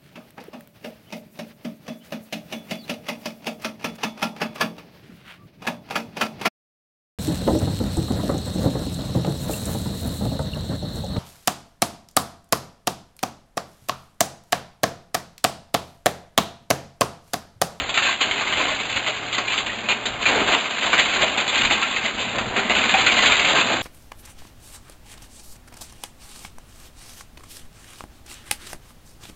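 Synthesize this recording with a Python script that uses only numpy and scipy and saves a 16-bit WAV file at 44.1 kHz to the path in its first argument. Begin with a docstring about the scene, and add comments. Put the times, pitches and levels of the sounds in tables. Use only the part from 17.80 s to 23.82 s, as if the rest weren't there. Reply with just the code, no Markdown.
"""In a workshop, a twin-shaft shredder chews sheet metal. Its motor hums over rumbling gears, and
the slips of tearing steel excite the resonances of the housing. Scrap snaps between the blades;
torn pieces clatter down the chute onto a pile and drum on the bin. Now and then a plate clangs
in damped free vibration. A small camera close by rounds off the peaks, and its low sampling rate
adds a mirror image of the spectrum in the treble."""
import sys
import numpy as np
from scipy import signal
from scipy.fft import rfft, irfft, next_fast_len
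from scipy.io import wavfile
from scipy.ndimage import map_coordinates

SR = 44100
rng = np.random.default_rng(int(sys.argv[2]) if len(sys.argv) > 2 else 0)


def output_pcm(signal):
    """Save a mono or channel-first signal as 16-bit PCM at the path in sys.argv[1].

    Samples are clipped to [-1, 1] before scaling.
    """
    pcm = np.clip(np.atleast_2d(signal).T, -1, 1) * 32767
    wavfile.write(sys.argv[1], SR, np.round(pcm).astype(np.int16))


N = 265482


def amp(db):
    return 10 ** (np.asarray(db) / 20)


def unit(x):
    return x / np.sqrt(np.mean(x ** 2) + 1e-20)


def along(points, hz):
    """Interpolation of (frequency, value) points on a logarithmic frequency axis."""
    freqs, values = np.transpose(points)
    return np.interp(np.log(hz + 1), np.log(freqs + 1), values)


def curves(rows):
    """Linear interpolation in time: one value per sample for each column after the first."""
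    times, *columns = np.transpose(rows)
    return [np.interp(np.arange(N) / SR, times, column) for column in columns]


def wobble(rate):
    """Smooth random modulation: a spline through rate knots a second."""
    return map_coordinates(rng.standard_normal(int(N * rate / SR) + 4), [np.arange(N) * rate / SR])


def add(track, start_s, sound):
    """Superposition of a sound on a track."""
    part = track[max(round(start_s * SR), 0):][:len(sound)]
    part += sound[:len(part)]


def filtered(x, gain):
    """Zero-phase filtering: the spectrum is multiplied by a gain over frequency."""
    size = next_fast_len(N + SR // 2)
    return irfft(rfft(x, size) * gain(np.fft.rfftfreq(size, 1 / SR)), size)[:N]


def resonances(modes, hz):
    """Summed gain of Lorentzian resonance peaks."""
    return sum(amp(db) / (1 + (2 * (hz - centre) / width) ** 2) for centre, width, db in modes)


def body(gain, size=8192):
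    """Minimum-phase impulse response, of energy 1, with the spectral shape of gain."""
    magnitude = np.maximum(gain(np.fft.rfftfreq(size, 1 / SR)), 1e-6)
    cepstrum = irfft(np.log(magnitude))
    cepstrum[1:size // 2] *= 2
    cepstrum[size // 2 + 1:] = 0
    response = irfft(np.exp(rfft(cepstrum)))
    return response / np.linalg.norm(response)


def contacts(length, rate, spread_db):
    """Poisson process: about rate impulses a second, of random sign and size; rms 1."""
    hit = rng.random(length) < rate / SR
    hit[0] = True
    sign = rng.choice([-1, 1], length)
    return unit(hit * sign * amp(spread_db * np.clip(rng.standard_normal(length), -2, 2)))


def piece(pitch_hz, t60, ring, count=14):
    """Impact on a bent piece: a click and damped modes, with a formant at pitch_hz; energy 1."""
    t = np.arange(SR // 10) / SR
    mode_hz = rng.uniform(699.2, 5000, (count, 1))
    mode_t60 = t60 * np.exp(.5 * rng.standard_normal((count, 1)))
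    weights = rng.standard_normal((count, 1))
    modes = np.sum(weights * np.sin(2 * np.pi * mode_hz * t) * amp(-60 * t / mode_t60), axis=0)
    formant = body(lambda hz: 0.62 + resonances([(pitch_hz, .55 * pitch_hz, 0)], hz), size=256)
    knock = np.convolve((t == 0) + ring * modes / np.linalg.norm(modes), formant)
    return knock / np.linalg.norm(knock)


def through_scrap(x):
    """Radiation from thin torn steel favours the upper middle range."""
    # spectral shape of the scrap: frequency_hz, gain_db
    radiation = [(150, -18.5), (500, -22), (1000, -7.5), (1400, -6), (1800, -6.5), (2100, -4.5),
                 (2380, -2.5), (2900, -4.5), (3500, -5.5), (4100, -5.5), (5200, 2), (7000, -38)]
    return signal.fftconvolve(x, body(lambda hz: amp(along(radiation, hz))))[:N]


def clatter(level_db, count=48):
    """Impacts on chute and pile superpose in flurries; small, high pieces strike most often."""
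    flurry = amp(1.1 * wobble(70))
    knocks = np.zeros(N)
    for hz in np.linspace(1100, 4400, count):
        strikes = flurry * contacts(N, rate=hz / 110, spread_db=3.0)
        knocks += signal.oaconvolve(strikes, piece(hz, t60=0.058, ring=0.77))[:N] / np.sqrt(hz)
    return amp(level_db) * unit(through_scrap(knocks))


def through_housing(x):
    """Structure-borne sound: blows on the cutters reach the air through frame and resonant panels."""
    # spectral shape of blows on the cutters: frequency_hz, gain_db
    cutters = [(60, -23.5), (150, -9.5), (200, -4.5), (270, -1), (340, -3), (400, -1.5), (540, -3.5),
               (720, -1.5), (1000, -3), (1600, -3), (4000, -20.5)]
    # steel panel modes: centre_hz, width_hz, relative_db
    panels = [(290, 44, -15), (372, 15, -9), (624, 210, 2), (760, 56, 1), (1010, 110, -1.5)]
    response = body(lambda hz: amp(along(cutters, hz)) * (1 + 0.51 * resonances(panels, hz)))
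    return signal.fftconvolve(x, response)[:N]


def crunch(level_db):
    """Shot noise: the blades tear the sheet in countless small slips."""
    return amp(level_db) * unit(through_housing(contacts(N, rate=1800, spread_db=0.5)))


def bin_boom():
    """Impact excitation: scrap landing on the pile drums on the resonant walls of the bin."""
    # wall modes: centre_hz, width_hz, relative_db
    walls = [(211.4, 48, -4), (236.8, 47, -2.5)]
    # the boom grows as the camera comes down to the bin: time_s, level_db
    boom_levels = [(0, -55), (1.5, -57), (2.0, -43.5), (3.2, -45), (4.5, -38), (6, -37.5)]
    landings = contacts(N, rate=130, spread_db=8.5)
    boom = signal.fftconvolve(landings, body(lambda hz: resonances(walls, hz)))[:N]
    return amp(curves(boom_levels)[0]) * unit(boom)


def drive(load_db):
    """Modulation: the motor's two harmonics waver, and the gears' lumpy rumble follows the load."""
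    # motor hum: time_s, level_db
    hum_levels = [(0, -47), (0.6, -58), (1.0, -49), (2.6, -47), (2.97, -63), (4.2, -56.5), (4.5, -43),
                  (5.4, -60), (5.85, -43)]
    hum_db, = curves(hum_levels)
    motor_hz = 114.7
    phase = 2 * np.pi * np.cumsum(motor_hz * (1 + 0.01424 * wobble(7))) / SR
    hum = unit(amp(1.8 * wobble(6.1)) * (np.sin(phase) + 0.21 * np.sin(2 * phase)))
    # spectral shape of the gear rumble: frequency_hz, gain_db
    gears = [(10, -9.5), (25, 1), (55, 0.5), (90, 3), (150, -2.5), (300, -10.5), (1000, -51)]
    lumps = amp(4.1 * wobble(9.8))
    rumble = unit(lumps * filtered(rng.standard_normal(N), lambda hz: amp(along(gears, hz))))
    rumble_db = -45.5 + 0.49 * (load_db - load_db.mean())
    return amp(hum_db) * hum + amp(rumble_db) * rumble


def crashes():
    """Impulsive excitation: a piece cracks or crumples, rattles briefly and shakes the housing."""
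    # breaking scrap: start_s, strength_db, thud_offset_db, pitch_hz, rattle_s
    breaks = [(0.093, -13, -20, 2770, .007), (0.142, -11.5, -18, 2540, 0.023),
              (0.175, -3.5, -20, 1300, 0.0097), (0.224, -14, -26, 2650, .022),
              (0.412, -10.5, -10.5, 3100, 0.0089), (0.512, -10, -40, 2820, 0.0037),
              (0.61, -11, -22, 1330, 0.0061), (0.725, -11, -34, 2600, 0.0088),
              (0.772, -15, -12, 2530, 0.048), (1.099, -17.5, -22, 3300, .022),
              (1.528, -14.5, -29, 3560, 0.024), (1.581, -8, -7.5, 1850, 0.0062),
              (1.676, -13, -22, 2520, 0.0062), (1.779, -10.5, -18, 3200, 0.0078),
              (1.863, -18.5, -10, 2790, 0.011), (2.087, -10, -9, 2500, 0.037),
              (2.256, -10, -15, 4140, 0.01), (2.456, -8, -10, 2240, 0.03), (2.547, -15.5, -2, 990, 0.013),
              (2.722, -9, -13, 2750, 0.014), (3.131, -3.5, -13, 1290, 0.011),
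              (3.196, -7.5, -15, 2110, 0.0073), (3.679, -13, -32, 3740, 0.02),
              (4.025, -8.5, -28, 2350, 0.0092), (4.163, -14, -29, 1980, 0.0043),
              (4.584, -11, -13, 1250, .007), (4.763, -10.5, -8, 1980, 0.035),
              (4.898, -9.5, -6.5, 2490, 0.024), (4.952, -8.5, -16, 2560, 0.015),
              (4.983, -11.5, -5.5, 2230, 0.017), (5.039, -9, -7.5, 2250, 0.007),
              (5.095, -10.5, -25, 2060, 0.0077), (5.14, -5.5, -30, 2330, 0.0062),
              (5.264, -4, -27, 2600, .014), (5.321, -9, -11, 2520, 0.0096), (5.425, -5, -12, 1600, 0.011),
              (5.46, -6.5, -10, 3100, 0.021), (5.521, -7.5, -34, 2560, .01), (5.595, -9, -12, 2250, 0.0071),
              (5.648, -8, -17, 2600, 0.017)]
    snap = 1.57  # lifts the first contacts above the rattle
    t = np.arange(SR // 5) / SR
    cracks, thuds = np.zeros(N), np.zeros(N)
    for start_s, db, thud_offset_db, pitch_hz, rattle_s in breaks:
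        onset = 1 + (snap - 1) * np.exp(-t / 0.0028)
        envelope = onset * amp(-60 * np.maximum(t - rattle_s, 0) / 0.13)
        burst = envelope * contacts(len(t), rate=6000, spread_db=2.0)
        burst[0] = 4.2 * snap
        crack = signal.fftconvolve(burst, piece(pitch_hz, t60=.025, ring=0.23))
        thud = envelope * contacts(len(t), rate=1900, spread_db=-2.0)
        add(cracks, start_s, amp(db - 11.0) * crack)
        add(thuds, start_s, amp(db + thud_offset_db - 7.0) * thud)
    return through_scrap(cracks) + through_housing(thuds)


def shredding_levels():
    """Incoherent sources add in power: steady flow plus bites give clatter and crunch levels in dB."""
    # steady flow of scrap: time_s, clatter_db, crunch_db
    flow = [(0, -28.5, -31.5), (0.39, -31, -37.5), (0.48, -26.5, -29.5), (0.93, -25, -34.5),
            (1.1, -28, -35), (1.5, -29.5, -35), (1.9, -29.5, -33.5), (2.38, -33, -32.5), (2.55, -25.5, -31),
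            (3.12, -24.5, -32), (3.28, -19.5, -30), (3.67, -27.5, -31), (4.05, -23, -32),
            (4.3, -27.5, -35.5), (4.72, -30.5, -28.5), (5.0, -22, -29), (5.58, -19, -26),
            (6.02, -26.5, -29.5)]
    # the cutters bite and chips spill down: start_s, length_s, clatter_db, crunch_db
    bites = [(0.205, 0.11, -19, -31), (0.4, 0.024, -15.5, -35.5), (0.756, 0.14, -25.5, -27.5),
             (0.989, 0.014, -24, -30), (1.147, 0.025, -20.5, -27), (1.254, 0.031, -20, -34),
             (1.693, 0.072, -21.5, -40.5), (2.41, 0.023, -21.5, -34), (2.474, 0.15, -23, -22.5),
             (2.663, 0.086, -18, -21), (3.02, 0.06, -21, -26), (3.173, 0.026, -14.5, -25),
             (3.328, 0.046, -20.5, -27), (3.401, 0.026, -14, -21.5), (3.565, 0.048, -19, -27.5),
             (3.714, 0.15, -18.5, -32), (3.897, 0.022, -12, -21), (4.233, 0.031, -19.5, -29.5),
             (4.37, 0.046, -22, -32), (4.537, 0.045, -33, -25), (5.161, 0.063, -16.5, -31.5),
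             (5.352, 0.17, -18, -30), (5.662, 0.15, -17, -24), (5.882, 0.065, -23, -23.5)]
    attack_s, release_t60_s = 0.018, 0.18
    t = np.arange(N) / SR
    power = amp(curves(flow)) ** 2
    for start_s, length_s, clatter_db, crunch_db in bites:
        rise = np.clip((t - start_s) / attack_s, 0, 1)
        fall = amp(-60 * np.maximum(t - start_s - length_s, 0) / release_t60_s)
        power += (amp([[clatter_db], [crunch_db]]) * rise * fall) ** 2
    return 10 * np.log10(power)


def clangs():
    """Damped free vibration of larger plates; rubbing on their neighbours unsettles the pitch."""
    # ringing plates: start_s, pitch_hz, level_db
    plates = [(0.80, 1028, -18), (0.915, 640, -22), (1.28, 622, -20), (1.545, 2016, -17),
              (1.895, 1880, -19), (2.46, 2364, -7), (2.555, 450, -19), (2.615, 391, -20),
              (3.43, 674, -12.5), (4.164, 2150, -15.5), (4.565, 576, -26), (4.775, 399, -19.5),
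              (5.142, 766, -7.5), (5.294, 2340, -10), (5.518, 2360, -13)]
    t = np.arange(SR // 3) / SR
    track = np.zeros(N)
    for start_s, pitch_hz, level_db in plates:
        t60 = 0.1 * (1000 / pitch_hz) ** 0.49  # higher plates die away sooner
        envelope = amp(level_db - 60 * t / t60) * (1 - np.exp(-t / 0.0013))
        phase_drift = 13 * np.cumsum(rng.standard_normal(len(t))) / np.sqrt(SR)
        add(track, start_s, envelope * np.sin(2 * np.pi * pitch_hz * t + phase_drift))
    return track


def workshop(x):
    """Diffuse reverberation: the tail is drawn afresh every 0.2 s, so the hall has no fixed tones."""
    # reverberation time of the hall: frequency_hz, t60_s
    decay_times = [(200, 1), (1500, 0.3), (5000, 0.39)]
    wet, step, delay_s = np.zeros(N), SR // 5, .0045
    for start in range(0, N, step):
        hz, t, noise = signal.stft(rng.standard_normal(SR // 2), SR, nperseg=256)
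        decay = amp(-60 * t / along(decay_times, hz)[:, None])
        tail = signal.istft(noise * decay, SR, nperseg=256)[1]
        reflections = signal.fftconvolve(x[start:start + step], tail / np.linalg.norm(tail))
        add(wet, start / SR + delay_s, reflections)
    return wet


def scene():
    """Superposition of the metal's direct and reverberant sound, the bin and the drive."""
    clatter_db, crunch_db = shredding_levels()
    metal = clatter(clatter_db) + crunch(crunch_db) + crashes() + clangs()
    return (metal + amp(-12.5) * workshop(metal) + bin_boom() + drive(crunch_db))[None]


def record(dry):
    """Saturation and imaging: the camera rounds peaks and mirrors the spectrum about half its rate."""
    # anti-aliasing filter: frequency_hz, gain_db
    input_filter = [(3600, -2), (4100, -4), (4500, -12.5), (4900, -22.5), (5150, -36), (5400, -61),
                    (5600, -120)]
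    # treble response after sampling: frequency_hz, gain_db
    output_filter = [(4300, 1.5), (5000, 3), (6200, -0.5), (6900, -3.5), (7600, -8.5)]
    ceiling, sampling_hz, top_hz = .72, 11025, 7720
    rounded = dry[0] / (1 + np.abs(dry[0] / ceiling) ** 4) ** (1 / 4)
    baseband = filtered(rounded, lambda hz: amp(along(input_filter, hz)))
    mirror = baseband * 2 * np.cos(2 * np.pi * sampling_hz * np.arange(N) / SR)
    edge_db = lambda hz: -70 * np.clip((hz - top_hz + 200) / 400, 0, 2) ** 2
    return filtered(baseband + mirror, lambda hz: amp(along(output_filter, hz) + edge_db(hz)))[None]


dry = scene()
out = record(dry)
output_pcm(out)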